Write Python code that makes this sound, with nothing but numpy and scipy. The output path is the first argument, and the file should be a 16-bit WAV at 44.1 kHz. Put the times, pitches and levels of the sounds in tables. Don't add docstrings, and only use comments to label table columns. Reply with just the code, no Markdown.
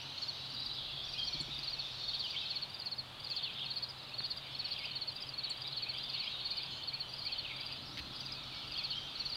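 import sys
import numpy as np
from scipy import signal
from scipy.fft import rfft, irfft
from scipy.io import wavfile
from scipy.ndimage import uniform_filter1d

SR = 44100
rng = np.random.default_rng(int(sys.argv[2]) if len(sys.argv) > 2 else 0)


def file_out(sig):
    cols = np.atleast_2d(sig).T
    lim = np.clip(cols, -1, 1)
    pcm = np.round(lim * 32767).astype(np.int16)
    wavfile.write(sys.argv[1], SR, pcm)


def natural_amplitude(level_db):
    exponent = np.asarray(level_db, float) / 20
    return 10 ** exponent


N = 412776

# pitch_hz, level_db (per Hz)
AIR = [(25, -17), (55, -17), (100, -5), (200, -12.5), (450, -15.5), (800, -12), (1300, -14), (2000, -19),
       (4500, -16.5), (5700, -31.5), (7000, -33.5), (10000, -35.5), (15000, -40)]
AIR_DB = -53.5
# start_s, level_db
RUMBLE = [(0, -84), (.5, -80), (.65, -66), (1.45, -59.5), (1.8, -68), (2.1, -58), (2.3, -77),
          (4.001, -75.5), (9.36, -64)]
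# start_s, length_s, level_db
GUSTS = [
    (.35, .5, -65.5),
    (7.4, 1.3, -60),
    (8.2, 1.6, -68),
]
STEADY_BREEZE_DB = -75.5
# pitch_hz, width_hz, level_db
HUMS = [
    (132.7, 9.65, -60.5),
    (592, 8, -73),
]
# start_s, length_s, pitch_hz, width_hz, level_db
DRONE = (7, 3.5, 1336, 300, -63.5)

# start_s, level_db, lean_db_per_octave (to the higher voices)
FLOCK = [(0.0, -46, -0.5), (0.94, -47, 10), (1.54, -46, 1), (2.4, -47, 9), (2.63, -50, -2),
         (3.0, -56.5, -2), (3.23, -51.5, -4), (3.52, -45.5, -5), (3.91, -52.5, 2), (4.82, -47.5, -8),
         (5.13, -53, -10), (6.31, -46.5, 5), (7.04, -51.5, -3), (7.3, -48.5, 8), (7.45, -46.5, -1),
         (8.0, -51, 5.5), (8.86, -46.5, 1), (9.36, -47.5, 2)]
# pitch_hz, level_db
CHORUS_EDGES = [(1800, -23.5), (2250, -8.5), (2600, -3.5), (3550, 5), (4700, 0), (5100, -21.5), (6500, -29),
                (9500, -77)]
# pitch_hz, level_db
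TREBLE = [(4300, -30), (5100, 10.5), (5900, -0.5), (6500, -6.5), (7800, -17), (9500, -57)]
# start_s, length_s, level_db
TREBLE_SPELLS = [
    (-.3, 1.2, -83),
    (.95, 0.87, -79.5),
    (1.4, 1.4, -79),
    (7.8, 2.7, -84),
]
BUZZES_S = [.15, 3.25, 6.67]
# length_s, pitch_hz, width_hz, level_db
BUZZ = (.17, 6400, 1000, -81.5)

# start_s, length_s, pitch_hz, level_db
HELD = [(.05, 0.062, 4024, -54.5), (0.34, 0.14, 3914, -58), (0.689, 0.045, 3950, -51),
        (0.923, 0.066, 3370, -50), (0.972, 0.06, 3250, -52), (1.08, 0.042, 5430, -59),
        (1.05, .03, 4700, -57), (1.135, 0.065, 2490, -57.5), (7.355, .05, 3050, -56),
        (2.34, .02, 2230, -56.5), (3.39, .025, 3600, -49), (8.41, 0.054, 2300, -66), (5.44, .03, 2290, -61),
        (5.645, .016, 2330, -60), (5.365, .02, 2380, -59), (3.521, 0.14, 3590, -53),
        (4.416, 0.17, 3035, -61), (6.375, 0.072, 3300, -58), (5.108, .04, 3050, -60),
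        (4.62, 0.1, 2950, -60), (4.8, 0.049, 2194, -58), (5.422, 0.069, 3890, -50),
        (5.663, 0.16, 4030, -52.5), (6.7, 0.067, 4330, -50), (6.6, 0.06, 4330, -56),
        (6.35, 0.14, 3665, -53), (6.47, 0.12, 3660, -56), (7.07, 0.058, 5810, -71), (8.3, .09, 4620, -57),
        (8.0, 0.089, 4160, -55), (8.349, 0.055, 2530, -59.5), (8.551, 0.094, 2270, -61),
        (8.953, 0.04, 3170, -43), (9.0, 0.052, 3170, -57)]
# start_s, length_s, start_hz, end_hz, level_db
RISES = [(.72, 0.038, 4640, 5160, -54), (1.158, 0.025, 2640, 3230, -52), (2.132, 0.015, 3070, 3380, -46),
         (2.36, 0.023, 2950, 3330, -41.5), (2.345, .016, 2300, 2950, -53), (3.3, 0.048, 2560, 2700, -56),
         (3.425, 0.033, 3130, 3650, -46), (3.6, 0.024, 3050, 3400, -42), (4.11, 0.032, 2490, 2770, -56),
         (4.72, .04, 3180, 3670, -53), (4.838, 0.026, 2220, 3160, -48), (5.46, 0.024, 2260, 3120, -59),
         (5.635, 0.035, 3500, 4060, -49), (5.65, .05, 3450, 3600, -55), (5.85, 0.05, 2320, 2740, -53.5),
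         (5.94, 0.071, 2150, 2910, -58), (5.975, 0.056, 3500, 4350, -50), (6.16, .04, 3000, 4080, -46),
         (6.268, 0.023, 3090, 3325, -42.5), (6.235, .04, 2350, 3000, -52), (6.6, .04, 3270, 3500, -56),
         (5.93, .035, 2900, 3570, -55), (6.51, .035, 2250, 2560, -55.5), (6.55, 0.042, 2810, 3260, -52.5),
         (.908, .018, 2590, 2950, -59), (7.31, 0.0305, 3000, 3450, -51), (7.335, .04, 3450, 3800, -59),
         (8.752, 0.024, 2950, 3400, -44.5), (8.775, .06, 3400, 3500, -55), (8.82, .04, 2410, 2760, -58)]
# start_s, length_s, start_hz, end_hz, level_db
FALLS = [(1.176, 0.08, 3266, 3180, -42.5), (4.758, 0.018, 3420, 3050, -44), (.77, 0.045, 3700, 3230, -56),
         (.883, .028, 3050, 2600, -53), (1.27, 0.16, 2515, 2255, -61.5), (2.235, 0.037, 3350, 2905, -43.5),
         (2.328, .018, 2800, 2250, -56), (2.41, 0.04, 2770, 2560, -53), (2.5, 0.074, 3010, 2210, -58),
         (3.44, 0.063, 3370, 2485, -49.5), (3.619, 0.051, 3300, 2520, -52), (4.06, 0.048, 3200, 2370, -63),
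         (4.77, 0.033, 3120, 2260, -52), (5.435, 0.03, 3400, 2215, -56), (5.78, 0.08, 3250, 2270, -58),
         (5.86, 0.068, 2700, 2150, -63), (6.2, 0.049, 3450, 2190, -54), (5.175, .02, 3900, 3550, -54),
         (5.46, .03, 3700, 3000, -52), (7.49, 0.038, 2480, 2420, -55), (6.31, 0.0596, 4080, 3650, -49),
         (7.159, .07, 5570, 4040, -55), (7.272, 0.017, 3400, 2950, -50), (7.288, .035, 2750, 2480, -56),
         (3.585, .015, 3350, 2760, -46), (7.44, 0.031, 3340, 2505, -47), (7.49, 0.042, 2450, 2110, -55),
         (8.2, 0.056, 3300, 2550, -57.5), (8.27, 0.042, 2890, 2210, -59), (8.5, 0.057, 2700, 2200, -59),
         (8.782, .022, 2900, 2500, -48), (8.808, 0.019, 2690, 2170, -54), (8.918, 0.021, 3340, 2820, -45.5)]
RISE_DONE, FALL_DONE = .6, .66
# delay_s, length_s, start_hz, end_hz, level_db
COUPLET = [
    (0, 0.031, 2183, 2500, -56),
    (.035, .03, 2550, 2800, -58),
    (.1, 0.071, 3020, 3040, -56),
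]
SWOOP = [
    (0, .025, 5750, 4950, -60),
    (.02, 0.036, 4970, 4950, -57),
    (.06, 0.037, 4940, 6060, -62.5),
    (.095, 0.1, 6080, 6140, -71.5),
]
FLICK = [(0.008, 0.014, 4750, 5720, -60)]
HOOK = [
    (.005, .035, 4690, 5920, -61),
    (.035, .09, 5850, 5900, -72),
]
COUPLETS_S = [6.254, 6.585, 6.919, 7.249, 7.59]
# syllable, delay_s
HIGH_SONG = [(SWOOP, 0), (SWOOP, .272), (FLICK, .568), (FLICK, .678), (HOOK, 1.088), (HOOK, 1.31)]
HIGH_SONGS_S = [-.062, 7.853]
# start_s, length_s, start_hz, middle_hz, end_hz, level_db
CHIPS = [
    (1.409, .016, 10900, 7100, 10800, -49),
    (5.495, 0.015, 10600, 7170, 10300, -47),
]
# start_s, length_s,
# start_hz, end_hz, level_db
DEEP_SLURS = [(.55, .09, 3790, 3940, -45), (.66, .08, 3850, 4060, -48), (4.49, 0.056, 3300, 3500, -56),
              (4.5, .12, 5100, 5250, -64), (4.63, .05, 5000, 5400, -61), (0.049, 0.14, 3850, 4070, -58),
              (.3, .12, 3850, 3940, -54), (0.623, 0.035, 4000, 5600, -59), (0.929, 0.16, 3400, 3474, -51),
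              (1.02, .035, 4300, 5800, -59), (1.199, 0.096, 3600, 6000, -54),
              (1.98, 0.047, 2750, 3000, -60), (1.996, 0.21, 3650, 3740, -48),
              (2.358, 0.064, 3300, 3900, -41.5), (3.33, 0.083, 3400, 3740, -54),
              (4.45, 0.082, 3000, 3610, -56), (4.847, 0.097, 3000, 3070, -53),
              (4.94, 0.073, 2900, 3600, -55), (5.406, 0.043, 3300, 3900, -51),
              (5.459, 0.048, 2300, 3520, -60), (5.641, 0.046, 3500, 4060, -49),
              (5.935, .05, 3000, 3604, -45.5), (5.999, 0.096, 3450, 3660, -49.5),
              (6.211, 0.043, 4300, 5000, -49), (6.25, 0.076, 2500, 3520, -58),
              (6.569, .07, 3000, 3580, -52), (6.802, .04, 2900, 3730, -47), (7.44, 0.045, 3600, 4600, -52),
              (7.679, 0.084, 2350, 3130, -53.5), (8.25, 0.068, 3700, 4200, -50.5),
              (8.54, 0.034, 4500, 5380, -53),
              (.75, 0.074, 3800, 3200, -48), (1.5, 0.078, 3785, 3600, -46.5),
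              (1.62, 0.073, 3210, 2450, -58), (1.78, 0.11, 3750, 3500, -48.5), (2.2, .05, 4200, 3300, -45),
              (2.45, 0.095, 3900, 3290, -49), (2.8, 0.058, 3200, 2690, -57), (4.4, .08, 3410, 2190, -57),
              (4.63, 0.08, 3000, 2520, -61), (5.155, .04, 4000, 3890, -50), (5.17, 0.1, 3910, 3040, -55),
              (5.43, 0.031, 3800, 2240, -55), (5.72, .1, 3900, 3020, -52), (6.13, 0.0286, 3100, 2580, -46),
              (6.15, .025, 2550, 2200, -55), (6.65, .08, 3750, 3170, -51), (7.5, 0.13, 4270, 3030, -57),
              (8.5, .14, 4440, 4270, -53), (8.58, 0.084, 3620, 2720, -50.5), (8.68, .06, 3100, 2530, -55),
              (8.88, 0.048, 3900, 2980, -48), (9.07, 0.051, 3800, 3530, -49), (9.17, 0.07, 2995, 2600, -54)]

# time_ms, pitch_hz, level_db
NEAR_WING = [(2.01, 4560, -50), (4.5, 4530, -40), (12.7, 4455, -32), (19.6, 4290, -32), (21.1, 4150, -40),
             (23.3, 4200, -35), (25, 4130, -47), (26.8, 4180, -35), (29.3, 4050, -55)]
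MID_WING = [(0, 5200, -58), (3, 4950, -50.5), (9.5, 4850, -47), (14, 4720, -34), (15.3, 4660, -36),
            (16.7, 4720, -57), (19.2, 4740, -37.5), (21.5, 4770, -42), (24, 4600, -64)]
FAR_WING = [(1, 5150, -64), (5, 5080, -58), (12, 4990, -51.5), (15, 4940, -52), (18, 4800, -66)]
# lead_s (before the first full one), length_s, start_hz, end_hz, level_db
NEAR_OPEN = (.042, .019, 4520, 4080, -37.5)
MID_OPEN = (.039, .02, 4730, 4620, -43)
# delay_s, length_s, start_hz, middle_hz, end_hz, level_db
NEAR_OVERTONES = [(.001, .022, 13650, 13250, 12400, -76)]
MID_OVERTONES = [(-.003, 0.027, 9650, 9570, 8950, -71), (-.003, 0.024, 14550, 14530, 13850, -74)]
# first_s, last_s, haste_ms (inner stroke early by)
NEAR_CHIRPS = [(.2154, .277, 0), (1.2671, 1.3913, 5.3), (1.6681, 1.7842, 3.7), (2.0761, 2.1937, 2.7),
               (2.4962, 2.6159, 3.9), (2.8551, 2.9782, 4.9), (3.3036, 3.426, 4.8), (3.6979, 3.8197, 2.1),
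               (4.1775, 4.2991, 4.4), (4.5861, 4.7053, 5.1), (4.9507, 5.0724, 3.4), (5.375, 5.4978, 4.5),
               (5.7623, 5.884, 3.9), (6.1327, 6.191, 0), (6.4458, 6.568, 5.7), (6.8712, 6.9962, 3.3),
               (7.2562, 7.3763, 1.7), (8.7761, 8.8984, 2.3), (9.192, 9.3149, 5.2)]
# first_s, last_s
MID_CHIRPS = [(.5352, .6498), (1.1243, 1.2385), (1.5778, 1.6942), (2.1826, 2.2955), (2.7334, 2.8478),
              (3.2343, 3.3511), (3.7708, 3.8267), (4.2487, 4.3623), (4.7191, 4.8432), (5.152, 5.279),
              (5.6072, 5.6648), (5.9711, 6.0868), (6.5034, 6.6207), (7.126, 7.241), (7.5979, 7.7128),
              (8.194, 8.2504), (8.7091, 8.8273), (9.2888, 9.343)]
FAR_CHIRPS = [(.3879, .3879), (.9043, .9043), (1.3369, 1.3931), (1.8578, 1.9128), (2.4287, 2.537),
              (2.9027, 2.9577), (3.5295, 3.6406), (3.9744, 4.0826), (4.6778, 4.6778), (5.093, 5.093),
              (5.7158, 5.7707), (6.1224, 6.176), (6.6539, 6.7619), (7.7599, 7.8163), (8.9185, 8.9707)]
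STROKE_GAP_S = .058
# start_s, length_s, start_hz, end_hz, level_db
STUMBLES = [
    (3.886, 0.011, 4730, 5180, -42),
    (3.896, .018, 5100, 4630, -42),
    (4.833, .01, 4900, 5130, -47),
    (5.203, 0.013, 4900, 5150, -44),
    (5.218, .007, 5240, 5030, -45),
    (5.266, .01, 4900, 5200, -47),
    (8.319, 0.014, 5120, 4770, -37),
]
SLIPS_S = [3.899, 4.854, 5.226, 5.29, 8.321]

# start_s, level_db
BUMPS = [
    (.93, -47),
    (1.343, -41),
    (1.402, -39.5),
    (1.481, -43),
    (1.577, -47.5),
]
# pitch_hz, t60_s, level_db
BODY = [
    (147, 0.19, -1.5),
    (253, 0.063, 1.5),
    (323, 0.06, 1.5),
]
# start_s, pitch_hz, t60_s, level_db
THUD = (7.995, 67, 0.3, -44.5)
# start_s, length_s, level_db
TICK = (4.2062, 0.00013, -29)
# start_s, length_s, level_db
RUSTLE = (7.971, 0.035, -43)
# pitch_hz, level_db
RUSTLE_TONE = [(1200, -18), (1900, 1), (4500, 3), (6000, -18), (8000, -29), (12000, -24), (15500, -30)]


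def evened(x):
    return x / np.sqrt(np.mean(x ** 2) + 1e-20)


def read(points, hz):
    f, value = np.transpose(points)
    return np.interp(np.log(hz + 1), np.log(f + 1), value)


def add(mix, s, sound):
    at = round(s * SR)
    part = mix[max(at, 0):][:max(len(sound) + min(at, 0), 0)]
    part += sound[max(-at, 0):][:len(part)]


def coloured(x, points):
    gain = natural_amplitude(read(points, np.fft.rfftfreq(len(x), 1 / SR)))
    return irfft(rfft(x) * gain, len(x))


def slow_noise(noise, width_hz):
    hz = np.fft.rfftfreq(N, 1 / SR)
    return evened(irfft(rfft(noise) / (1 + (hz / width_hz) ** 4), N))


def spells(rows, t):
    power = 0
    for s, length, db in rows:
        swell = np.sin(np.pi * np.clip((t - s) / length, 0, 1))
        power = power + (natural_amplitude(db) * swell) ** 2
    return np.sqrt(power)


def whistle(length, *hz, db, soft=.8):
    u = np.linspace(0, 1, max(round(length * SR), 8))
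    bow = 4 * (hz[1] - (hz[0] + hz[-1]) / 2) if len(hz) == 3 else 0
    path = hz[0] + (hz[-1] - hz[0]) * u + bow * u * (1 - u)
    ends = np.minimum(np.minimum(u, 1 - u) * 2 / np.clip(soft, .01, 1), 1)
    return natural_amplitude(db) * np.sin(np.pi / 2 * ends) ** 2 * np.sin(2 * np.pi * np.cumsum(path) / SR)


def echoes(x, t60, build):
    at = np.arange(0, SR, 20) + rng.integers(0, 20, SR // 20)
    signs = rng.choice([-1., 1.], len(at))
    taps = np.zeros(SR + 20)
    taps[at] = signs * natural_amplitude(-60 * at / SR / t60) * (1 - np.exp(-at / SR / build))
    return irfft(rfft(x) * rfft(taps / np.linalg.norm(taps), N), N)


def fluttered(x, width_hz, depth):
    shake = slow_noise(rng.standard_normal(N), width_hz)
    return x * (1 + depth * shake) / np.sqrt(1 + depth ** 2)


def air():
    floor, wind, gust, *hum_noises = rng.standard_normal((3 + len(HUMS), N))
    t = np.arange(N) / SR
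    out = natural_amplitude(AIR_DB) * evened(coloured(floor, AIR))

    start, length, hz, width, db = DRONE
    motor_band = [(hz - 2 * width, -40), (hz, 0), (hz + 2 * width, -40)]
    out += spells([(start, length, db)], t) * evened(coloured(floor[::-1], motor_band))

    gust_tone = [(50, -18), (90, -4), (300, -2.5), (450, -22), (900, -60)]
    out += (natural_amplitude(STEADY_BREEZE_DB) + spells(GUSTS, t)) * evened(coloured(gust, gust_tone))

    s, db = np.transpose(RUMBLE)
    rumble_tone = [(12, -28), (25, 4), (60, 5), (110, -28), (300, -70)]
    out += natural_amplitude(np.interp(t, s, db) + 0.5) * evened(coloured(wind, rumble_tone))

    for noise, (hz, width, db) in zip(hum_noises, HUMS):
        waver = slow_noise(noise, width)
        path = hz + 0.457 * width * waver[::-1]
        out += natural_amplitude(db) * np.sqrt(2) * (0.84 + 0.26 * waver) * np.sin(2 * np.pi * np.cumsum(path) / SR)
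    return out


def chorus():
    draws, notes = rng.random((2600, 6)), np.zeros(N)
    for s, length, hz, bend, end, db in draws:
        hz = 1700 + 6500 * hz
        mid_hz, end_hz = hz + 1100 * (bend - .5), hz + 2200 * (end - .5)
        add(notes, s * N / SR, whistle(.02 + .06 * length, hz, mid_hz, end_hz, db=10 * db))
    blur = .75 * evened(echoes(notes, .07, .004))
    blur += evened(echoes(fluttered(notes, 250, 2.5), 1.4, 0.0084))
    blur += .8 * rng.standard_normal(N) * np.sqrt(SR / 2 / 6500)

    hz, t, z = signal.stft(blur, SR, nperseg=512)
    z = z / np.sqrt(uniform_filter1d((abs(z) ** 2).mean(1), size=3) + 1e-12)[:, None]
    s, loud_db, lean = np.transpose(FLOCK)
    octaves = np.log2(np.clip(hz, 2400, 4800) / 3500)[:, None]
    swell_db = np.interp(t, s, loud_db) + octaves * np.interp(t, s, lean)
    main = natural_amplitude(swell_db + read(CHORUS_EDGES, hz)[:, None] - 17.5)
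    high = natural_amplitude(read(TREBLE, hz))[:, None] * spells(TREBLE_SPELLS, t)
    length, buzz_hz, width, db = BUZZ
    buzz_band = np.exp(-((hz[:, None] - buzz_hz) / width) ** 4)
    high += buzz_band * spells([(s, length, db) for s in BUZZES_S], t)
    return signal.istft(z * np.hypot(main, high), SR, nperseg=512)[1][:N]


def slur_middle(start_hz, end_hz):
    done = RISE_DONE if end_hz > start_hz else FALL_DONE
    return start_hz + (end_hz - start_hz) * done


def notes_sung():
    notes = RISES + FALLS + [(s, length, hz, hz, db) for s, length, hz, db in HELD]
    calls = [(COUPLET, s) for s in COUPLETS_S]
    calls += [(syllable, s + delay) for s in HIGH_SONGS_S for syllable, delay in HIGH_SONG]
    for parts, s in calls:
        notes += [(s + delay, *rest) for delay, *rest in parts]
    return notes


def songbirds():
    out, near = np.zeros(N), np.zeros(N)
    for s, length, start_hz, end_hz, db in notes_sung():
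        add(out, s, whistle(length, start_hz, slur_middle(start_hz, end_hz), end_hz, db=db, soft=0.33))
    for s, length, *hz, db in CHIPS:
        call = whistle(length, *hz, db=db, soft=0.18)
        call[round(.7 * len(call)):] *= natural_amplitude(-7)
        u = np.linspace(0, 1, len(call))
        add(near, s, call * natural_amplitude(-13 * (u - .42) ** 2 / 0.61))
    direct = natural_amplitude(6) * fluttered(out, 150, .33)
    trunks = echoes(fluttered(out, 120, 1.1), .14, .003)
    wood = natural_amplitude(-0.4) * echoes(fluttered(out, 140, 1.2), 0.51, 0.033)
    return direct + trunks + wood + near + natural_amplitude(-13) * echoes(near, 0.13, .003)


def deep_singers():
    out = np.zeros(N)
    for s, length, start_hz, end_hz, db in DEEP_SLURS:
        add(out, s, whistle(length, start_hz, slur_middle(start_hz, end_hz), end_hz, db=db, soft=0.24))
    trace = natural_amplitude(1) * fluttered(out, 300, .9)
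    smear = natural_amplitude(0.5) * echoes(fluttered(out, 220, 1.6), 0.43, 0.0047)
    tail = natural_amplitude(-7.0) * echoes(fluttered(out, 200, 1.6), 0.68, .03)
    return trace + smear + tail


def strokes_of(chirps, haste_ms=0):
    out = []
    for first, last, *own_ms in chirps:
        count = 1 + round((last - first) / STROKE_GAP_S)
        times = np.linspace(first, last, count)
        times[1:-1] -= (own_ms or [haste_ms])[0] / 1000
        out.append(times)
    return out


def opening_stroke(out, first_s, opening, overtones):
    lead, length, start_hz, end_hz, db = opening
    add(out, first_s - lead, whistle(length, start_hz, end_hz, db=db, soft=0.84))
    for _, _, _, mid_hz, _, over_db in overtones:
        faded_db = over_db + 24.7 - mid_hz / 480
        add(out, first_s - lead, whistle(length, 0.985 * mid_hz, .96 * mid_hz, db=faded_db))


def cricket(chirps, wing, opening=None, overtones=()):
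    ms, hz, db = np.transpose(wing)
    t = np.arange(0, ms[-1], 1000 / SR)
    turns = np.cumsum(np.interp(t, ms, hz)) / SR
    out = np.zeros(N)
    for strokes in chirps:
        if opening:
            opening_stroke(out, strokes[0], opening, overtones)
        for s in strokes:
            size = natural_amplitude(np.interp(t, ms, db, left=-99) + 0.41 * rng.standard_normal())
            add(out, s, size * np.sin(2 * np.pi * (turns + rng.random())))
            for delay, length, *over_hz, over_db in overtones:
                add(out, s + delay, whistle(length, *over_hz, db=over_db, soft=0.32))
    return out


def crickets():
    out = cricket(strokes_of(NEAR_CHIRPS), NEAR_WING, NEAR_OPEN, NEAR_OVERTONES)
    out += cricket(strokes_of(MID_CHIRPS, haste_ms=3.2), MID_WING, MID_OPEN, MID_OVERTONES)
    out += cricket(strokes_of(FAR_CHIRPS, haste_ms=.6), FAR_WING)
    for s, length, start_hz, end_hz, db in STUMBLES:
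        add(out, s, whistle(length, start_hz, end_hz, db=db, soft=0.46))
        add(out, s, whistle(length, 9700, 9450, db=-70))
    for s in SLIPS_S:
        add(out, s, whistle(.0025, 5000, 6100, db=-50))
    return out + natural_amplitude(-12.0) * echoes(out, 0.17, 0.0022)


def handling():
    out, t = np.zeros(N), np.arange(SR // 4) / SR
    knocks = [(s, hz, t60, db + mode_db) for s, db in BUMPS for hz, t60, mode_db in BODY]
    for s, hz, t60, db in knocks + [THUD]:
        size = natural_amplitude(db - 60 * t / t60) * (1 - np.exp(-t / 0.0052))
        add(out, s, size * np.sin(2 * np.pi * hz * t))

    s, length, db = TICK
    u = (t[:200] - .0005) / length
    add(out, s - .0005, natural_amplitude(db) * 1.75 * -(u - .7) * np.exp(-(u - .4) ** 2))

    s, length, db = RUSTLE
    count = round(length * SR)
    grain = rng.standard_normal(count)
    uneven_db = 3.5 * uniform_filter1d(rng.standard_normal(count), size=40) * np.sqrt(40)
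    leaves = evened(coloured(grain * natural_amplitude(uneven_db), RUSTLE_TONE))
    add(out, s, natural_amplitude(db) * leaves * signal.windows.tukey(count, .15))
    return out


def scene():
    return (crickets() + songbirds() + chorus() + air() + handling() + deep_singers())[None]


def band_limit(x):
    return signal.sosfilt(signal.butter(12, 15750, fs=SR, output="sos"), x)


def record(dry):
    low_pass = signal.firwin(255, 15930, fs=SR)
    mix = signal.oaconvolve(dry, low_pass[None], "same")
    return band_limit(mix)


dry = scene()
out = record(dry)
file_out(out)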